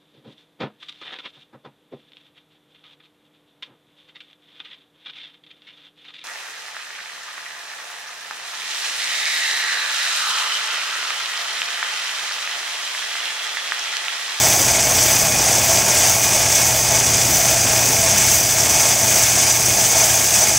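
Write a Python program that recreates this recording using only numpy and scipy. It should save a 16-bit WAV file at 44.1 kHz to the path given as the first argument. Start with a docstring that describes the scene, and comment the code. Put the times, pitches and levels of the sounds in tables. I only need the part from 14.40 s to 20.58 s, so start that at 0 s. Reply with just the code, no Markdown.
"""Honing a small engine's bore

A small workshop, one close microphone: a corded drill spins a three-stone hone up and down in the bore of an
engine on the bench. Noise and grit blows ring the block's resonances, and single coarse grains tick.
The drill adds rattling gears, growling teeth, a mains-rate buzz and hum; the bench rumbles under small blows.
Only the sounds from the bore carry the workshop's reflections; both channels are the same."""
import sys
import numpy as np
from scipy import signal
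from scipy.fft import rfft, irfft, next_fast_len
from scipy.io import wavfile
from scipy.ndimage import uniform_filter1d

SR = 44100
rng = np.random.default_rng(int(sys.argv[2]) if len(sys.argv) > 2 else 0)


def transcribe(u):
    """Save the signal u as a 16-bit wav file named by the first command-line argument.

    u: samples, shape (n,) or (channels, n), limited to [-1, 1]; the rate is SR.
    q: integer samples, one column per channel.
    """
    v = np.clip(np.atleast_2d(u).T, -1, 1)
    q = np.round(v * 32767).astype(np.int16)
    wavfile.write(sys.argv[1], SR, q)


N = 272582
TIME = np.arange(N) / SR  # s
MAINS_HZ = 60
BAND_LIMIT_HZ = 15770

# the workshop's decay: [f/Hz, t60/s]
ROOM_DECAY = [(200, 0.32), (2000, 0.28), (14000, 0.079)]
# bench top, resonances: [f/Hz, width/Hz, relative level/dB]
BENCH_MODES = [(51, 5, -1.5), (84, 15, 0.0), (103, 18, -2.6), (151, 11, -3.1), (200, 11, -2.2),
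               (255, 27, -8.8), (350, 25, -7.5)]
# bench top, dense modes beneath the resonances: [f/Hz, relative level/dB]
BENCH_BODY = [(12, -50), (25, -16), (40, -24), (50, -10), (130, -10), (450, -9.5), (800, -21.5),
              (1600, -66.5)]
# how hard the engine shakes the bench: [t/s, relative level/dB]
BENCH_SHAKE = [(0.0, -28.5), (0.65, -28), (0.88, -29.5), (1.12, -27.5), (1.7, -29.5), (2.3, -30),
               (2.85, -27.5), (3.1, -29), (3.5, -28), (4.02, -30), (4.27, -29), (4.45, -29.5),
               (4.73, -29.5), (5.15, -31.5), (5.4, -29), (5.8, -31), (6.18, -30)]
# drill's gear case, resonances: [f/Hz, width/Hz, relative level/dB]
GEARCASE_MODES = [(667, 120, -1), (802, 61, -5.5), (881, 70, -5.0), (1094, 38, -8.5)]
# gear case, dense modes beneath the resonances: [f/Hz, relative level/dB]
GEARCASE_BODY = [(125, -31), (250, -28.5), (500, -13), (900, -12), (1500, -19.5), (3000, -55)]
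# the motor's magnetic hum: [t/s, level before wavering/dB]
MOTOR_HUM = [(0, -34), (0.6, -33.5), (2, -35), (2.7, -30.5), (3.4, -32), (4.1, -35.5), (4.8, -34),
             (5.4, -34), (6.18, -39)]
# engine block, resonances: [f/Hz, width/Hz, relative level/dB]
BLOCK_MODES = [(1644, 85, -14.7), (2208, 30, -6.7), (2456, 11, -3.3), (2523, 12, -7.5), (2721, 16, -11.2),
               (3055, 156, -16.8), (3449, 18, -11.3), (3474, 186, -14.6), (4457, 18, -12.6),
               (4906, 15, -3.6), (4987, 359, -13.6), (5555, 50, -3.6), (5651, 31, -7.5), (5849, 98, -9.0),
               (6055, 67, 0.0), (6286, 307, -5.9), (6515, 39, -5.6), (6657, 66, -7.8), (6958, 196, -11.0),
               (7640, 203, -8.6), (7829, 45, -9.1), (8076, 24, -8.4), (8277, 51, -10.2), (9289, 68, -12.5),
               (12076, 287, -17.0), (13648, 99, -19.3), (13888, 100, -15.3), (15052, 46, -18.9),
               (15591, 197, -19.8)]
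# engine block, dense modes beneath the resonances: [f/Hz, relative level/dB]
BLOCK_BODY = [(300, -50), (600, -33.3), (1200, -18.9), (2300, -12.4), (2800, -16.5), (4100, -18.6),
              (4900, -12.8), (6200, -8.9), (7800, -10.4), (9500, -14.9), (10800, -19.8), (13000, -20.8),
              (15700, -19.5)]
# coarse grains that catch in the bore: [t/s, relative strength/dB]
GRAIN_CATCHES = [(0.4298, -2), (1.0417, 0), (1.6658, 1), (1.6933, -4), (2.2195, -2), (3.6394, 0),
                 (5.0668, 1), (5.908, 3)]
# each push or pull of the hone, at its fastest: [t/s, relative scrape level/dB, relative gear load/dB]
HONE_SWEEPS = [(0.07, -15.5, -24.5), (0.33, -17.0, -26), (0.64, -15.5, -25.2), (0.75, -16.5, -26.5),
               (1.11, -16.5, -24.5), (1.33, -16.5, -25.5), (1.62, -15.1, -25.5), (1.97, -17, -26),
               (2.18, -16, -26.5), (2.56, -17, -25.6), (2.75, -16.6, -28), (3.05, -16.0, -26),
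               (3.34, -16.4, -26.5), (3.66, -16.1, -26), (3.85, -15, -28), (4.31, -16.5, -27),
               (4.42, -15.5, -24.5), (4.83, -15, -28), (5.06, -15.5, -28), (5.38, -16.5, -28),
               (5.58, -14.5, -25), (6.05, -15, -27), (6.22, -17, -31)]
# swells of the finest grit, about one per up-and-down stroke: [t/s at the height, length/s, relative level/dB]
HISS_SWELLS = [(0.13, 0.3, -27), (0.7, 0.36, -26.7), (1.27, 0.26, -28.7), (1.73, 0.38, -28),
               (2.3, 0.34, -29), (2.96, 0.28, -27), (3.49, 0.37, -29), (3.95, 0.24, -25.5),
               (4.35, 0.37, -30.3), (4.77, 0.37, -27.5), (5.33, 0.43, -30), (5.66, 0.27, -28),
               (5.94, 0.37, -29.4)]
HISS_BETWEEN_DB = -31.5  # relative, on the same scale as the swells

# the hone slows at every turn, the more the longer the turn takes: dB lost per s between sweeps
SCRAPE_EASE, GRIND_EASE, GEAR_EASE = 4.6, 5.3, 5.5
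TURN_SHARPNESS = 2.2  # higher = a briefer lull at the turn
SMOOTHING_DB_PER_S = 0.3142  # the coarse grinding fades as the wall gets smoother


def amp(db):
    """Decibels to gain."""
    return 10 ** (np.asarray(db) / 20)


def evened(x):
    """Scales to an rms of one."""
    return x / np.sqrt(np.mean(x ** 2) + 1e-20)


def read(points, hz):
    """Reads a frequency table on a log-frequency axis."""
    f, value = np.transpose(points)
    return np.interp(np.log(hz + 1), np.log(f + 1), value)


def level(curve):
    """A curve of [t/s, level/dB] as a gain, sample by sample."""
    return amp(np.interp(TIME, *np.transpose(curve)))


def split(x, edge_hz):
    """The parts of a sound below and above a frequency."""
    size = next_fast_len(N, True)
    hz = np.fft.rfftfreq(size, 1 / SR)
    low_spectrum = rfft(x, size) / (1 + (hz / edge_hz) ** 16)
    low = irfft(low_spectrum, size)[:N]
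    return low, x - low


def flutter(rate_hz):
    """Random wavering of rms one, weaker below 6 Hz and above the given rate."""
    size = next_fast_len(N, True)
    hz = np.fft.rfftfreq(size, 1 / SR)
    shape = hz / np.hypot(hz, 6) / np.hypot(hz, rate_hz)
    shape = shape / (1 + (hz / 400) ** 2)
    return evened(irfft(rfft(rng.standard_normal(size)) * shape, size)[:N])


def impacts(per_s, spread_db):
    """Randomly timed tiny blows of either sign, most small and a few large."""
    size = amp(spread_db * np.minimum(rng.exponential(1, N), 4))
    sign = rng.choice([-1, 1], N)
    strikes = rng.random(N) < per_s / SR
    return evened(size * sign * strikes)


def ring(force, modes, body, shares=1):
    """Plays a force through an object; shares tell how strongly it drives each mode, in power."""
    hz = np.fft.rfftfreq(32768, 1 / SR)
    centre, width, db = np.transpose(modes)
    peaks = amp(db) ** 2 / (1 + 2 * ((hz[:, None] - centre) / width) ** 2) ** 2
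    power = amp(read(body, hz)) ** 2 + (peaks * shares).sum(1)
    log_gain = np.log(power) / 2
    circle = np.r_[log_gain, log_gain[-2:0:-1]]
    # minimum phase: every mode rings after the blow
    spectrum = np.exp(np.conj(signal.hilbert(circle)))
    response = np.fft.ifft(spectrum).real[:len(hz)]
    return signal.fftconvolve(force, response)[:N]


def whistle(hz, wander, width_hz, burst_db):
    """A fuzzy tone that swells and fades while its pitch wanders within bounds (wander: log ratio)."""
    drift = np.tanh(evened(uniform_filter1d(flutter(rate_hz=8.08), size=1500)))
    pitch_hz = hz * np.exp(wander * drift)
    turn = np.exp(2j * np.pi * np.cumsum(pitch_hz) / SR)
    # noise through two equal poles: a narrow band, moved up to the pitch
    r = np.exp(-np.pi * width_hz / SR)
    noise = rng.standard_normal(N) + 1j * rng.standard_normal(N)
    fuzz = signal.lfilter([1], [1, -2 * r, r * r], noise)
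    bursts = amp(burst_db * np.tanh(flutter(rate_hz=31)))
    return evened((turn * fuzz).real * bursts)


def stroking():
    """Gains of scrape, grinding and gear load: full in mid-sweep, easing off where the hand turns round."""
    s, scrape_db, gear_db = np.transpose(HONE_SWEEPS)
    place = np.interp(TIME, s, np.arange(len(s)))  # whole numbers at the sweeps
    gap_s = np.append(np.diff(s), 0)[place.astype(int)]
    turning = abs(np.sin(np.pi * place)) ** TURN_SHARPNESS * gap_s
    pressure_db = np.interp(TIME, s, scrape_db)
    load_db = np.interp(TIME, s, gear_db)
    scrape = amp(pressure_db - SCRAPE_EASE * turning)
    grind = amp(pressure_db - GRIND_EASE * turning - SMOOTHING_DB_PER_S * TIME)
    gear_load = amp(load_db - GEAR_EASE * turning)
    return scrape, grind, gear_load


def workshop(x, wet_db=-19):
    """Dense reflections from the panelled walls, the treble dying first; wet_db is relative to the direct."""
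    hz, t, z = signal.stft(rng.standard_normal(SR // 2), SR, nperseg=256)
    decay = amp(-60 * t / read(ROOM_DECAY, hz)[:, None])
    tail = signal.istft(z * decay, SR)[1]
    tail[:SR // 250] = 0  # nothing comes back in the first 4 ms
    wet = signal.fftconvolve(x, tail / np.linalg.norm(tail))[:N]
    return (x + amp(wet_db) * wet) / np.hypot(1, amp(wet_db))


def bench(level_db=-1.3):
    """The dragging hone jiggles the engine in its plastic pan, and small blows shake the bench top."""
    blows = impacts(per_s=900, spread_db=1.5)
    rumble = evened(ring(blows, BENCH_MODES, BENCH_BODY))
    return amp(level_db) * level(BENCH_SHAKE) * rumble


def drill(growl_db=-9, buzz_db=-11, throb=0.1, kick_cycles=0.025, waver_db=1.2, snatch_db=0.9):
    """Torque kicks at the mains rate buzz the case and make the loose gears' knocking throb."""
    # the load follows the sweeps and snatches as the stones grab
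    load = stroking()[-1] * amp(snatch_db * flutter(rate_hz=5.5))
    cycle = MAINS_HZ * TIME
    knocks = impacts(per_s=2500, spread_db=1.5) * (1 + throb * np.cos(2 * np.pi * cycle))
    kicks = np.diff(np.exp(-(cycle % 1) / kick_cycles), prepend=1)
    gears = evened(ring(knocks, GEARCASE_MODES, GEARCASE_BODY))
    buzz = evened(ring(kicks, GEARCASE_MODES, GEARCASE_BODY))
    # the meshing teeth growl at a pitch that wavers
    growl = whistle(hz=657.7, wander=0.0487, width_hz=23.4, burst_db=-0.5)
    # the iron is pulled twice in every mains cycle
    hum = evened(np.sin(2 * np.pi * 2 * cycle))
    hum = level(MOTOR_HUM) * hum * amp(waver_db * flutter(rate_hz=5.8))
    return load * (gears + amp(growl_db) * growl + amp(buzz_db) * buzz) + hum


def catches(peak_db=-5, crush_s=0.0036):
    """A coarse grain is crushed in a few milliseconds and ticks the block; peak_db is the loudest tick's."""
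    force = np.zeros(N)
    t = TIME[:SR // 100]
    for s, db in GRAIN_CATCHES:
        burst = rng.standard_normal(len(t)) * np.exp(-t / crush_s)
        force[round(s * SR):][:len(t)] += amp(db) * burst / np.linalg.norm(burst)
    ticks = ring(force, BLOCK_MODES, BLOCK_BODY)
    return amp(peak_db) * ticks / abs(ticks).max()


def swelling():
    """Gain of the fine hiss: bell-shaped swells over a steady bed, added in power."""
    swells = sum(amp(db) ** 2 * np.exp(-(2 * (TIME - s) / length) ** 2) for s, length, db in HISS_SWELLS)
    return np.sqrt(amp(HISS_BETWEEN_DB) ** 2 + swells)


def stone(load, shares, grit=0.4):
    """One sprung stone: smooth rubbing and grit (its share of the power) drive the block under its load."""
    rubbing = np.sqrt(1 - grit) * rng.standard_normal(N)
    grains = np.sqrt(grit) * impacts(per_s=2600, spread_db=2.5)
    return ring((rubbing + grains) * load, BLOCK_MODES, BLOCK_BODY, shares)


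def hone(count=3, chatter_db=5.5, ringing_db=0.4, scrape_db=-0.7, grind_db=-6.5, hiss_db=3.5, squeak_db=-14,
         grip_db=0.51, coarse_db=1.06, fine_db=1.0, hiss_flutter_db=1.4):
    """The stones touch different parts of the bore, so each drives the block's modes in other shares."""
    shares = amp(ringing_db) ** 2 * count * rng.dirichlet(np.ones(count), len(BLOCK_MODES)).T
    # as the hone chatters the load passes from stone to stone, and the ringing shimmers
    loads = np.array([amp(chatter_db * flutter(rate_hz=6.7)) for _ in shares])
    loads = loads / np.linalg.norm(loads, axis=0)
    rubbing = sum(stone(load, share) for load, share in zip(loads, shares))
    low, rest = split(rubbing, edge_hz=4900)
    middle, top = split(rest, edge_hz=11000)
    scrape, grind, _ = stroking()
    # a stone that sticks and slips squeaks
    squeak = whistle(hz=6230, wander=.055, width_hz=220, burst_db=-0.5)
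    # coarse and fine grit come and go independently in the oil film
    grinding = amp(grind_db + coarse_db * flutter(rate_hz=44)) * grind * evened(low)
    scrape_tone = evened(middle) + amp(squeak_db) * squeak
    scraping = amp(scrape_db + fine_db * flutter(rate_hz=19)) * scrape * scrape_tone
    hissing = amp(hiss_db + hiss_flutter_db * flutter(rate_hz=22)) * swelling() * evened(top)
    # the grip of the whole hone on the wall is uneven
    return amp(grip_db * flutter(rate_hz=5.8)) * (grinding + scraping + hissing)


def scene():
    """All sources meet at one microphone, the same in both channels."""
    mono = workshop(hone() + catches()) + drill() + bench()
    return np.array([mono, mono])


def record(dry):
    """The highest peaks are rounded off below full scale; then the band limit."""
    knee, headroom = .65, .25  # of full scale
    rounded = np.clip(dry, -knee, knee)
    rounded = rounded + headroom * np.tanh((dry - rounded) / headroom)
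    lowpass = signal.firwin(1023, BAND_LIMIT_HZ, window=("kaiser", 9), fs=SR)
    return signal.oaconvolve(rounded, lowpass[None], "same", axes=1)


dry = scene()
out = record(dry)
transcribe(out)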